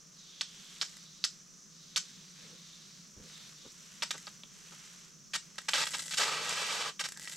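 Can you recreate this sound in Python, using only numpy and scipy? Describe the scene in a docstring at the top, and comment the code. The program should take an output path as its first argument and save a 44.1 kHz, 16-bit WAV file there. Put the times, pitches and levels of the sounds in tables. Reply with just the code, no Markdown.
"""A garden hose waters a vegetable plot over a low far drone and a steady high hiss.
The jet, noise through a gliding resonance, swishes as it swings; random clicks patter on leaves and soil.
Air pockets pop from the nozzle one by one, each a short sine crack and a rush of noise; soft steps follow.
Then the pops crowd into a sputtering run, with froth made of puffs of clicks, and one long roaring blast.
At the end the nozzle gurgles at a climbing pitch among a few last spits and bubbles."""
import sys
import numpy as np
from scipy import signal
from scipy.fft import rfft, irfft
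from scipy.io import wavfile

SR = 44100
rng = np.random.default_rng(int(sys.argv[2]) if len(sys.argv) > 2 else 0)


def int16_out(signal):
    """Quantize to a 16-bit WAV file."""
    q = np.round(np.clip(np.atleast_2d(signal).T, -1, 1) * 32767)
    wavfile.write(sys.argv[1], SR, q.astype(np.int16))


N = 324576
TIME = np.arange(N) / SR

# air pockets leaving the nozzle:
# (time [s], crack level [dB], crack pitch [Hz], rush level [dB], rush length [s], rush tilt [dB per octave])
AIR_POCKETS = [(0.4101, -15, 3570, -38, 0.0064, 1), (0.8134, -16, 4250, -35, 0.015, -1.5),
               (1.2405, -12, 4370, -35, 0.011, 12), (1.9606, -13.5, 3560, -31, 0.019, 2.5),
               (4.0221, -20, 3200, -33.5, 0.015, -2), (4.1073, -20.5, 3630, -29.5, 0.0053, 0),
               (4.1430, -41, 1480, -49, 0.016, -8), (4.269, -33.5, 4500, -45, 0.01, -5),
               (4.435, -35.5, 3420, -53.5, 0.0026, -10.5), (4.721, -53, 1400, -57.5, 0.019, -12),
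               (5.3344, -34, 3020, -33, 0.029, 0), (5.5817, -38, 3140, -30.5, 0.0035, -1.5),
               (5.6835, -37, 2980, -28.5, 0.011, -1), (5.7342, -12.5, 3120, -29, 0.025, -2.5),
               (5.763, -17.5, 3030, -32, 0.076, -2), (5.868, -26, 3350, -34.5, 0.009, -2),
               (5.936, -32, 2920, -34.5, 0.018, -2), (5.9914, -37, 4100, -34, 0.0059, 1.5),
               (6.109, -42, 4500, -38, 0.019, 2), (6.136, -27, 3230, -34, 0.0087, 0),
               (6.172, -35, 4600, -28.5, 0.016, 1.5), (6.184, -37, 3900, -33.5, 0.058, -2),
               (6.9933, -30, 3250, -34, 0.023, -1), (7.0392, -31, 3600, -36, 0.023, -1),
               (7.2746, -31, 2000, -42, 0.0056, 2)]
# larger bubbles bursting at the nozzle: (time [s], level [dB])
BUBBLE_BURSTS = [(0.9684, -36), (4.179, -31), (5.5566, -40), (5.617, -37.5), (5.8552, -24), (5.9828, -27),
                 (6.4927, -22.5), (7.0871, -24), (7.121, -26), (7.1728, -27.5), (7.196, -30.5),
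                 (7.323, -32)]
# the long blast of air and spray: (time [s], level [dB], treble relative to it [dB])
BLAST_COURSE = [(6.2, -36, 0), (6.396, -37.5, -11), (6.424, -40.5, -2), (6.588, -36.5, -3.5),
                (6.78, -37.5, -3), (6.89, -38.5, -7)]
# runs of frothy water before and after the blast: (start [s], length [s], level [dB])
FROTH_RUNS = [(5.696, 0.51, -46.5), (7.198, 0.18, -48)]
# the jet crosses a patch of plants: (start [s], length [s], splash level [dB], fine spray level [dB])
PLANT_PATCHES = [(0.48, 0.6, -58.5, -59.5), (1.85, 1.42, -64, -68), (2.34, 0.18, -58, -79),
                 (3.174, 0.43, -58, -62), (3.556, 0.92, -60, -61), (4.463, 0.68, -56.5, -61),
                 (5.316, 0.37, -65.5, -82)]
# swings of the nozzle: (start [s], length [s], swish level [dB], resonance at full swing [Hz])
NOZZLE_SWINGS = [(0.124, 0.87, -56, 3360), (0.803, 0.58, -58, 3800), (1.695, 0.72, -57.5, 3650),
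                 (2.24, 0.86, -57.5, 3680), (3.234, 0.3, -55.5, 3700), (3.54, 0.19, -57, 3580),
                 (3.717, 0.4, -62, 2830)]
# footfalls on soft earth: (time [s], thud level [dB], scuff level [dB], length [s])
FOOTFALLS = [(2.38, -82, -65, 0.11), (2.49, -90, -59.5, 0.06), (3.161, -55, -57, 0.045),
             (3.22, -80, -60.5, 0.045), (3.644, -67.5, -51.5, 0.016)]
# ringing of the wet nozzle mouth: (frequency [Hz], level [dB], decay by 60 dB [s])
MOUTH_RINGS = [(1780, -25, .007), (2000, -24, .018), (7500, -17, .004)]

# spectrum of torn water leaving the nozzle: (frequency [Hz], density [dB])
RUSH_SPECTRUM = [(150, -39), (250, -21), (692, -10.5), (1560, 0.5), (1850, -1.5), (2800, 0), (3450, 0.5),
                 (3760, 1.5), (4100, -0.5), (5410, -0.5), (6210, -3), (7900, -3), (10100, -17.5),
                 (12000, -17), (15500, -45)]
# spectrum of air whistling out of a pocket: (frequency [Hz], density [dB])
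WHISTLE_SPECTRUM = [(700, -28), (1450, 0.5), (2300, -11.5), (3600, -8), (4600, 2), (5200, 5.5), (5900, 2.5),
                    (7000, -6), (10000, -40.5), (15500, -54)]
# spectrum of the blast's roar: (frequency [Hz], density [dB])
ROAR_SPECTRUM = [(150, -27.5), (300, -16.5), (430, -2), (560, -9), (700, -2.5), (880, -7.5), (1150, 2.5),
                 (1500, -4.5), (2500, -9), (4500, -7), (8000, -17), (15500, -43)]
# spectrum of the blast's low buffeting: (frequency [Hz], density [dB])
BUFFET_SPECTRUM = [(25, -7), (60, 2), (110, 4), (200, 8), (400, -30), (900, -34)]
# spectrum of a bubble's snap: (frequency [Hz], density [dB])
BUBBLE_SPECTRUM = [(300, -36), (900, -17), (1300, -1.5), (1650, -6), (2400, 2.5), (3500, 5), (6000, 5),
                   (8300, 3.5), (10000, -4.5), (12000, -5.5), (15500, -39)]
# spectrum of drops on soil and leaves: (frequency [Hz], density [dB])
SPLASH_SPECTRUM = [(300, -11), (800, -9.5), (1250, -2), (1800, -1), (2500, -1), (3200, 0.5), (5000, -2.5),
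                   (8000, -7.5), (15000, -32)]
# spectrum of the fizzing fine spray: (frequency [Hz], density [dB])
SPRAY_SPECTRUM = [(2000, -38), (4500, -3), (7500, 5.5), (10000, -10.5), (12000, -7), (15500, -34)]
# spectrum of a step's thud: (frequency [Hz], density [dB])
THUD_SPECTRUM = [(20, -7), (55, 0), (110, 3), (200, -7), (500, -48)]
# spectrum of a step's scuff: (frequency [Hz], density [dB])
SCUFF_SPECTRUM = [(80, -24), (180, 5), (320, -9), (480, -1), (700, -19), (1500, -19), (5000, -50)]
# spectrum of the open air: (frequency [Hz], density [dB])
AIR_SPECTRUM = [(25, -5), (60, -2.5), (100, -10.5), (250, -0.5), (400, -0.5), (600, -6.5), (820, -15.5),
                (1200, -3), (2500, -15.5), (4500, -7.5), (9000, -18.5), (15500, -31)]
# spectrum of the far drone: (frequency [Hz], density [dB])
DRONE_SPECTRUM = [(90, -34), (125, -17), (155, -0.5), (178, -0.5), (215, -8), (300, -30.5), (500, -41)]
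# spectrum of the steady hiss: (frequency [Hz], density [dB])
HISS_SPECTRUM = [(3000, -32.5), (4600, -13), (5400, -2.5), (5850, 2.5), (6200, 1), (6600, -3), (7300, -8),
                 (9000, -31), (14000, -43)]

# the garden's scattered echo: (frequency [Hz], decay by 60 dB [s])
ECHO_DECAY = [(300, 0.093), (1500, 0.13), (3500, 0.15), (5700, 0.2), (8000, 0.22), (12000, 0.1)]
# likeness of left and right at the nozzle: (frequency [Hz], likeness [0-1])
NEAR_LIKENESS = [(200, 0.87), (1000, 0.98), (4000, 0.81), (8000, 0.91), (12000, 0.38)]
# likeness of left and right farther out: (frequency [Hz], likeness [0-1])
FAR_LIKENESS = [(40, .9), (170, 0.78), (500, 0.22), (2000, 0.67), (6000, 0.85), (12000, 0.47)]
# left minus right for the nozzle: (frequency [Hz], level difference [dB])
NOZZLE_LEAN = [(60, 2), (130, -4), (290, 0), (640, -1), (1410, -1.5), (3100, -1.5), (6820, 1.5), (15000, 2)]


def cracks(rise_s=0.000467, width_s=0.00021, thump_db=-10, ring_db=-22, ring_s=0.00051):
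    """Each air pocket breaks out with a crack of a few cycles that rings on briefly."""
    out = np.zeros(N)
    thump = response(RUSH_SPECTRUM, tilt_db=-3.0)
    thump = thump / abs(thump).max()
    t = TIME[:len(thump)]
    snap = np.exp(-((t - rise_s) / width_s) ** 2)
    ring = t / ring_s * np.exp(1 - t / ring_s)
    for s, crack_db, hz, *_ in AIR_POCKETS:
        # halving the dB lets a gentle pocket ring more for its size
        envelope = amp(crack_db) * snap + amp(ring_db + crack_db / 2) * ring
        add(out, s, envelope * np.sin(2 * np.pi * hz * t))
        add(out, s + rise_s, amp(crack_db + thump_db) * thump)
    return out


def rushes(rise_s=0.0014, fall_s=0.0038, grain_db=4.0, flutter_db=1.0,
           whistle_db=-18, spent_db=-7, spent_s=4.2):
    """Air tears water into spray until its pocket is empty, whistling as hard as it cracked."""
    out = np.zeros(N)
    t = TIME[:SR // 5]
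    flutter = amp(flutter_db * wander(rate_hz=160))
    for s, crack_db, _, rush_db, length, tilt_db in AIR_POCKETS:
        gate = held(t, length, rise_s, fall_s)
        spray, air, grain = rng.standard_normal((3, len(t)))
        flutter_here = np.roll(flutter, -round(s * SR))[:len(t)]
        torn = unit(spray * amp(grain_db * grain) * flutter_here)
        add(out, s, amp(rush_db) * colour(torn * gate, RUSH_SPECTRUM, tilt_db))
        # late pockets, with less pressure behind them, whistle less
        air_db = crack_db + whistle_db + spent_db * (s > spent_s)
        add(out, s, amp(air_db) * colour(air * gate, WHISTLE_SPECTRUM))
    return out


def blast(start_s=6.185, length_s=0.7097, rise_s=0.008, fall_s=0.009, buffet_db=-32, roar_db=-2.0,
          mist_db=2, jet_db=-7, low_hz=2220, climb_hz_per_s=1300):
    """A long pocket blows out spray in a shifting roar; the jet's resonance climbs as it empties."""
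    level_db, treble_db = curve(BLAST_COURSE)
    age = TIME - start_s
    gain = amp(level_db + wander(rate_hz=27)) * held(age, length_s, rise_s, fall_s)

    roar = colour(drops(per_s=18000, spread_db=4.0), ROAR_SPECTRUM)
    roar = amp(roar_db + 1.9 * wander(rate_hz=27)) * roar

    mist = colour(drops(per_s=15000, spread_db=3.0), RUSH_SPECTRUM, tilt_db=-0.05)
    mist = amp(mist_db + treble_db + wander(rate_hz=77)) * mist

    jet_hz = low_hz + climb_hz_per_s * np.clip(age, 0, length_s)
    jet_hz = jet_hz * amp(0.67 * wander(rate_hz=50))
    jet = amp(jet_db) * unit(resonate(drops(per_s=19000, spread_db=4.5), jet_hz, width_hz=1600))

    buffet = colour(rng.standard_normal(N), BUFFET_SPECTRUM)
    buffet = amp(buffet_db + 2 * wander(rate_hz=9.2)) * buffet
    return gain * (roar + mist + jet + buffet)


def froth(puffs_per_s=130, puff_s=0.00096, between=0.14, pops_db=-7, rise_s=0.016, fall_s=0.054):
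    """Strings of small bubbles sputter through the nozzle in uneven puffs, with stray pops."""
    level = sum(amp(db) * held(TIME - s, length, rise_s, fall_s) for s, length, db in FROTH_RUNS)
    # a puff starts each time the running count reaches a whole number
    puff_rate = puffs_per_s * amp(4 * wander(rate_hz=60))
    count = np.floor(np.cumsum(puff_rate) / SR)
    starts = np.diff(count, prepend=0) * amp(2 * wander(rate_hz=230))
    puffs = between + signal.lfilter([1], [1, -np.exp(-1 / (puff_s * SR))], starts)
    sputter = unit(drops(per_s=6100, spread_db=2.5) * puffs)
    pops = amp(pops_db) * drops(per_s=49, spread_db=-7.5)
    return mouth(level * (sputter + pops))


def ticks(snap_db=5.0, fizz_db=-16, fizz_s=0.0046, lead_s=0.000854, plip_db=-17, plip_hz=1900, plip_s=0.0017):
    """A bubble snaps, fizzes for a moment and rings with a short decaying plip."""
    snaps, plips = np.zeros((2, N))
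    t = TIME[:1024]
    for s, db in BUBBLE_BURSTS:
        fizz = rng.standard_normal(len(t)) * np.exp(-t / fizz_s)
        snap = amp(snap_db) * (t == 0) + amp(fizz_db) * fizz
        add(snaps, s + lead_s, amp(db) * snap)
        hz = plip_hz * rng.uniform(0.84, 1.07)
        plip = np.exp(-t / plip_s) * np.sin(2 * np.pi * hz * t)
        add(plips, s + lead_s, amp(db + plip_db) * plip)
    return mouth(snaps) + plips


def mouth(x):
    """A bursting bubble snaps and sets the nozzle mouth ringing in decaying sines."""
    t = TIME[:2048]
    ring = sum(amp(db - 60 * t / t60) * np.sin(2 * np.pi * hz * t) for hz, db, t60 in MOUTH_RINGS)
    h = response(BUBBLE_SPECTRUM) + ring
    return signal.fftconvolve(x, h / np.linalg.norm(h))[:len(x)]


def trickle(start_s=7.08, length_s=0.3, level_db=-57, low_hz=1600, climb_hz_per_s=1700):
    """Water refills the nozzle after the blast and gurgles at a climbing pitch."""
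    age = TIME - start_s
    hz = low_hz + climb_hz_per_s * np.clip(age, 0, length_s)
    hz = hz * amp(0.4 * wander(rate_hz=44))
    gurgle = unit(resonate(drops(per_s=500, spread_db=7.0), hz, width_hz=260))
    return amp(level_db) * held(age, length_s, rise_s=0.12, fall_s=0.03) * gurgle


def swish(core_db=-2, skirt_db=-2, full_swish_db=-55, still_db=-80, still_hz=4870,
          level_shape=0.28, pitch_shape=0.36):
    """The jet swishes as it swings: the faster the swing, the louder and lower its resonance."""
    levels = [amp(db) * arch(s, length, level_shape) for s, length, db, _ in NOZZLE_SWINGS]
    swish_db = 20 * np.log10(np.maximum(np.max(levels, axis=0), amp(still_db)))
    pitches = [still_hz + (hz - still_hz) * arch(s, length, pitch_shape) for s, length, _, hz in NOZZLE_SWINGS]
    swish_hz = np.min(pitches, axis=0)
    # only a strong swish gathers into a narrow, unsteady whistle
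    focus_db = 2 * np.minimum(swish_db - full_swish_db, 0) + 2 * wander(rate_hz=11)
    core = unit(resonate(drops(per_s=9000, spread_db=2.0), swish_hz, width_hz=600))
    skirt = unit(resonate(drops(per_s=9000, spread_db=1.5), swish_hz * 1.15, width_hz=3000))
    return amp(swish_db) * (amp(core_db + focus_db) * core + amp(skirt_db) * skirt)


def landing(bare_splash_db=-70, bare_spray_db=-69, sweep_shape=0.61, flight_s=0.023, shower_s=0.051,
            shower_splash_db=-27, shower_spray_db=-30):
    """Drops patter on soil and leaves under fizzing fine spray; each spit lands as a brief shower."""
    # bare soil lies between the patches; independent splashes add as power
    splash_power, spray_power = amp(bare_splash_db) ** 2, amp(bare_spray_db) ** 2
    for start, length, splash_db, spray_db in PLANT_PATCHES:
        cover = arch(start, length, sweep_shape)
        splash_power = splash_power + (amp(splash_db) * cover) ** 2
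        spray_power = spray_power + (amp(spray_db) * cover) ** 2

    shower_power = np.zeros(N)
    shower = held(TIME[:SR // 2], shower_s, rise_s=0.045, fall_s=0.11)
    for s, _, _, rush_db, *_ in AIR_POCKETS:
        add(shower_power, s + flight_s, (amp(rush_db) * shower) ** 2)
    splash_power = splash_power + amp(shower_splash_db) ** 2 * shower_power
    spray_power = spray_power + amp(shower_spray_db) ** 2 * shower_power

    splash = colour(drops(per_s=5000, spread_db=3.0), SPLASH_SPECTRUM)
    splash = amp(0.64 * wander(rate_hz=66)) * splash
    spray = colour(drops(per_s=6000, spread_db=5.0), SPRAY_SPECTRUM)
    return np.sqrt(splash_power) * splash + np.sqrt(spray_power) * spray


def steps(rise_s=0.0053, fall_s=0.015):
    """A shoe presses and scuffs the earth: a low and a higher burst of noise."""
    out = np.zeros(N)
    t = TIME[:SR // 3]
    for s, thud_db, scuff_db, length in FOOTFALLS:
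        press = held(t, length, rise_s, fall_s)
        heel, sole = rng.standard_normal((2, len(t))) * press
        add(out, s, amp(thud_db) * colour(heel, THUD_SPECTRUM))
        add(out, s, amp(scuff_db) * colour(sole, SCUFF_SPECTRUM))
    return out


def surroundings(air_db=-66, drone_db=-63.5, hiss_db=-58.5):
    """Coloured noises make open air, a low far drone that throbs, and a steady high hiss."""
    air, drone, hiss = rng.standard_normal((3, N))
    air = amp(air_db) * colour(air, AIR_SPECTRUM)
    swell_db = np.interp(TIME, [0, 3.5, 7.36], [-1.5, 1.5, 1.5])  # grows slowly, then stays
    throb_db = 1.3 * wander(rate_hz=3.5)
    drone = amp(drone_db + swell_db + throb_db) * colour(drone, DRONE_SPECTRUM)
    hiss = amp(hiss_db + wander(rate_hz=33)) * colour(hiss, HISS_SPECTRUM)
    return air + drone + hiss


def garden(x, ground_s=.00281, ground_db=-8, echo_db=-10, build_s=0.0074):
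    """Soft ground returns an inverted echo; fence, wall and leaves scatter a short tail."""
    ground = np.array([np.interp(TIME - ground_s, TIME, channel) for channel in x])
    bounced = x - amp(ground_db) * ground
    # noise whose bands die away at their own pace
    hz, t, bands = signal.stft(rng.standard_normal((2, SR // 2)), SR, nperseg=128)
    decay = amp(-60 * t / read(ECHO_DECAY, hz)[:, None])
    tail = signal.istft(bands * decay, SR, nperseg=128)[1]
    tail = tail + 0.54 * tail[::-1]  # each side leaks into the other
    tail = tail * (1 - np.exp(-TIME[:tail.shape[1]] / build_s))
    tail = tail / np.linalg.norm(tail[0])
    return bounced + amp(echo_db) * signal.fftconvolve(x, tail, axes=1)[:, :N]


def amp(db):
    """Decibels to gain."""
    return 10 ** (np.asarray(db) / 20)


def unit(x):
    """Scales to rms 1."""
    return x / np.sqrt(np.mean(x ** 2) + 1e-20)


def read(points, hz):
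    """Reads a table on a log-frequency axis."""
    f, value = np.transpose(points)
    return np.interp(np.log(hz + 1), np.log(f + 1), value)


def curve(rows):
    """The columns of a time table, at every sample."""
    s, *columns = np.transpose(rows)
    return [np.interp(TIME, s, column) for column in columns]


def add(mix, s, sound):
    """Mixes a sound in at time s."""
    part = mix[max(round(s * SR), 0):][:len(sound)]
    part += sound[:len(part)]


def held(t, length, rise_s, fall_s):
    """An envelope from t = 0: attack, hold for the length, release."""
    attack = 1 - np.exp(-np.maximum(t, 0) / rise_s)
    return attack * np.exp(-np.maximum(t - length, 0) / fall_s)


def arch(start, length, shape):
    """One movement of the arm: 0 to 1 and back, flatter on top for a small shape."""
    u = np.clip((TIME - start) / length, 0, 1)
    return (4 * u * (1 - u)) ** shape


def wander(rate_hz):
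    """A slow random swing of rms 1: noise through a soft low-pass."""
    hz = np.fft.rfftfreq(N, 1 / SR)
    slow = rfft(rng.standard_normal(N)) * np.exp(-(hz / rate_hz) ** 2)
    return unit(irfft(slow, N))


def drops(per_s, spread_db):
    """A random train of clicks of rms 1, either sign, their sizes spread by chance."""
    size = amp(spread_db * np.minimum(rng.exponential(1, N), 5)) * rng.choice([-1, 1], N)
    return unit(size * (rng.random(N) < per_s / SR))


def response(points, tilt_db=0, size=2048):
    """Causal impulse response of energy 1 with the given spectrum, tilted per octave."""
    hz = np.fft.rfftfreq(size, 1 / SR)
    level_db = read(points, hz) + tilt_db * np.log2(np.clip(hz, 400, 7000))
    # folding the cepstrum gives minimum phase
    cepstrum = irfft(np.log(amp(level_db)))
    cepstrum[1:size // 2] *= 2
    cepstrum[size // 2 + 1:] = 0
    h = irfft(np.exp(rfft(cepstrum)))
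    return h / np.linalg.norm(h)


def colour(x, points, tilt_db=0):
    """Gives x a spectrum."""
    return signal.fftconvolve(x, response(points, tilt_db))[:len(x)]


def resonate(x, hz, width_hz):
    """A resonance that follows the curve hz: shift down to 0 Hz, low-pass, shift back."""
    turn = np.exp(2j * np.pi * np.cumsum(hz) / SR)
    r = np.exp(-np.pi * width_hz / SR)
    return (turn * signal.lfilter([(1 - r) ** 2], [1, -2 * r, r * r], x / turn)).real


def spread(make, likeness):
    """Two channels from two draws of a random sound, as alike as the table says."""
    same = np.clip(read(likeness, np.fft.rfftfreq(N, 1 / SR)), 0, 1)
    mid = rfft(make()) * np.sqrt((1 + same) / 2)
    side = rfft(make()) * np.sqrt((1 - same) / 2)
    return irfft(np.array([mid + side, mid - side]), N)


def scene(walk_s=3.0, start_lean_db=2.5):
    """The nozzle and the falling water in the open garden; the man walks from right to middle."""
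    wide = spread(lambda: rushes() + blast() + froth() + trickle(), NEAR_LIKENESS)
    nozzle = garden(cracks() + ticks() + wide)
    lean_db = read(NOZZLE_LEAN, np.fft.rfftfreq(N, 1 / SR))
    nozzle = irfft(rfft(nozzle) * amp(np.array([lean_db, -lean_db]) / 2), N)
    right_db = start_lean_db * np.maximum(1 - TIME / walk_s, 0)
    nozzle = nozzle * amp(np.array([-right_db, right_db]) / 2)

    water = spread(lambda: landing() + swish(), FAR_LIKENESS)
    rest = water + spread(surroundings, FAR_LIKENESS) + steps()
    return nozzle + rest * amp([[-.4], [.4]])  # the rest leans a little to the right


def record(dry, edge_hz=15900):
    """A steep low-pass closes off the top of the treble."""
    low_pass = signal.firwin(511, edge_hz, window=("kaiser", 9), fs=SR)
    return signal.oaconvolve(dry, low_pass[None], "same")


dry = scene()
out = record(dry)
int16_out(out)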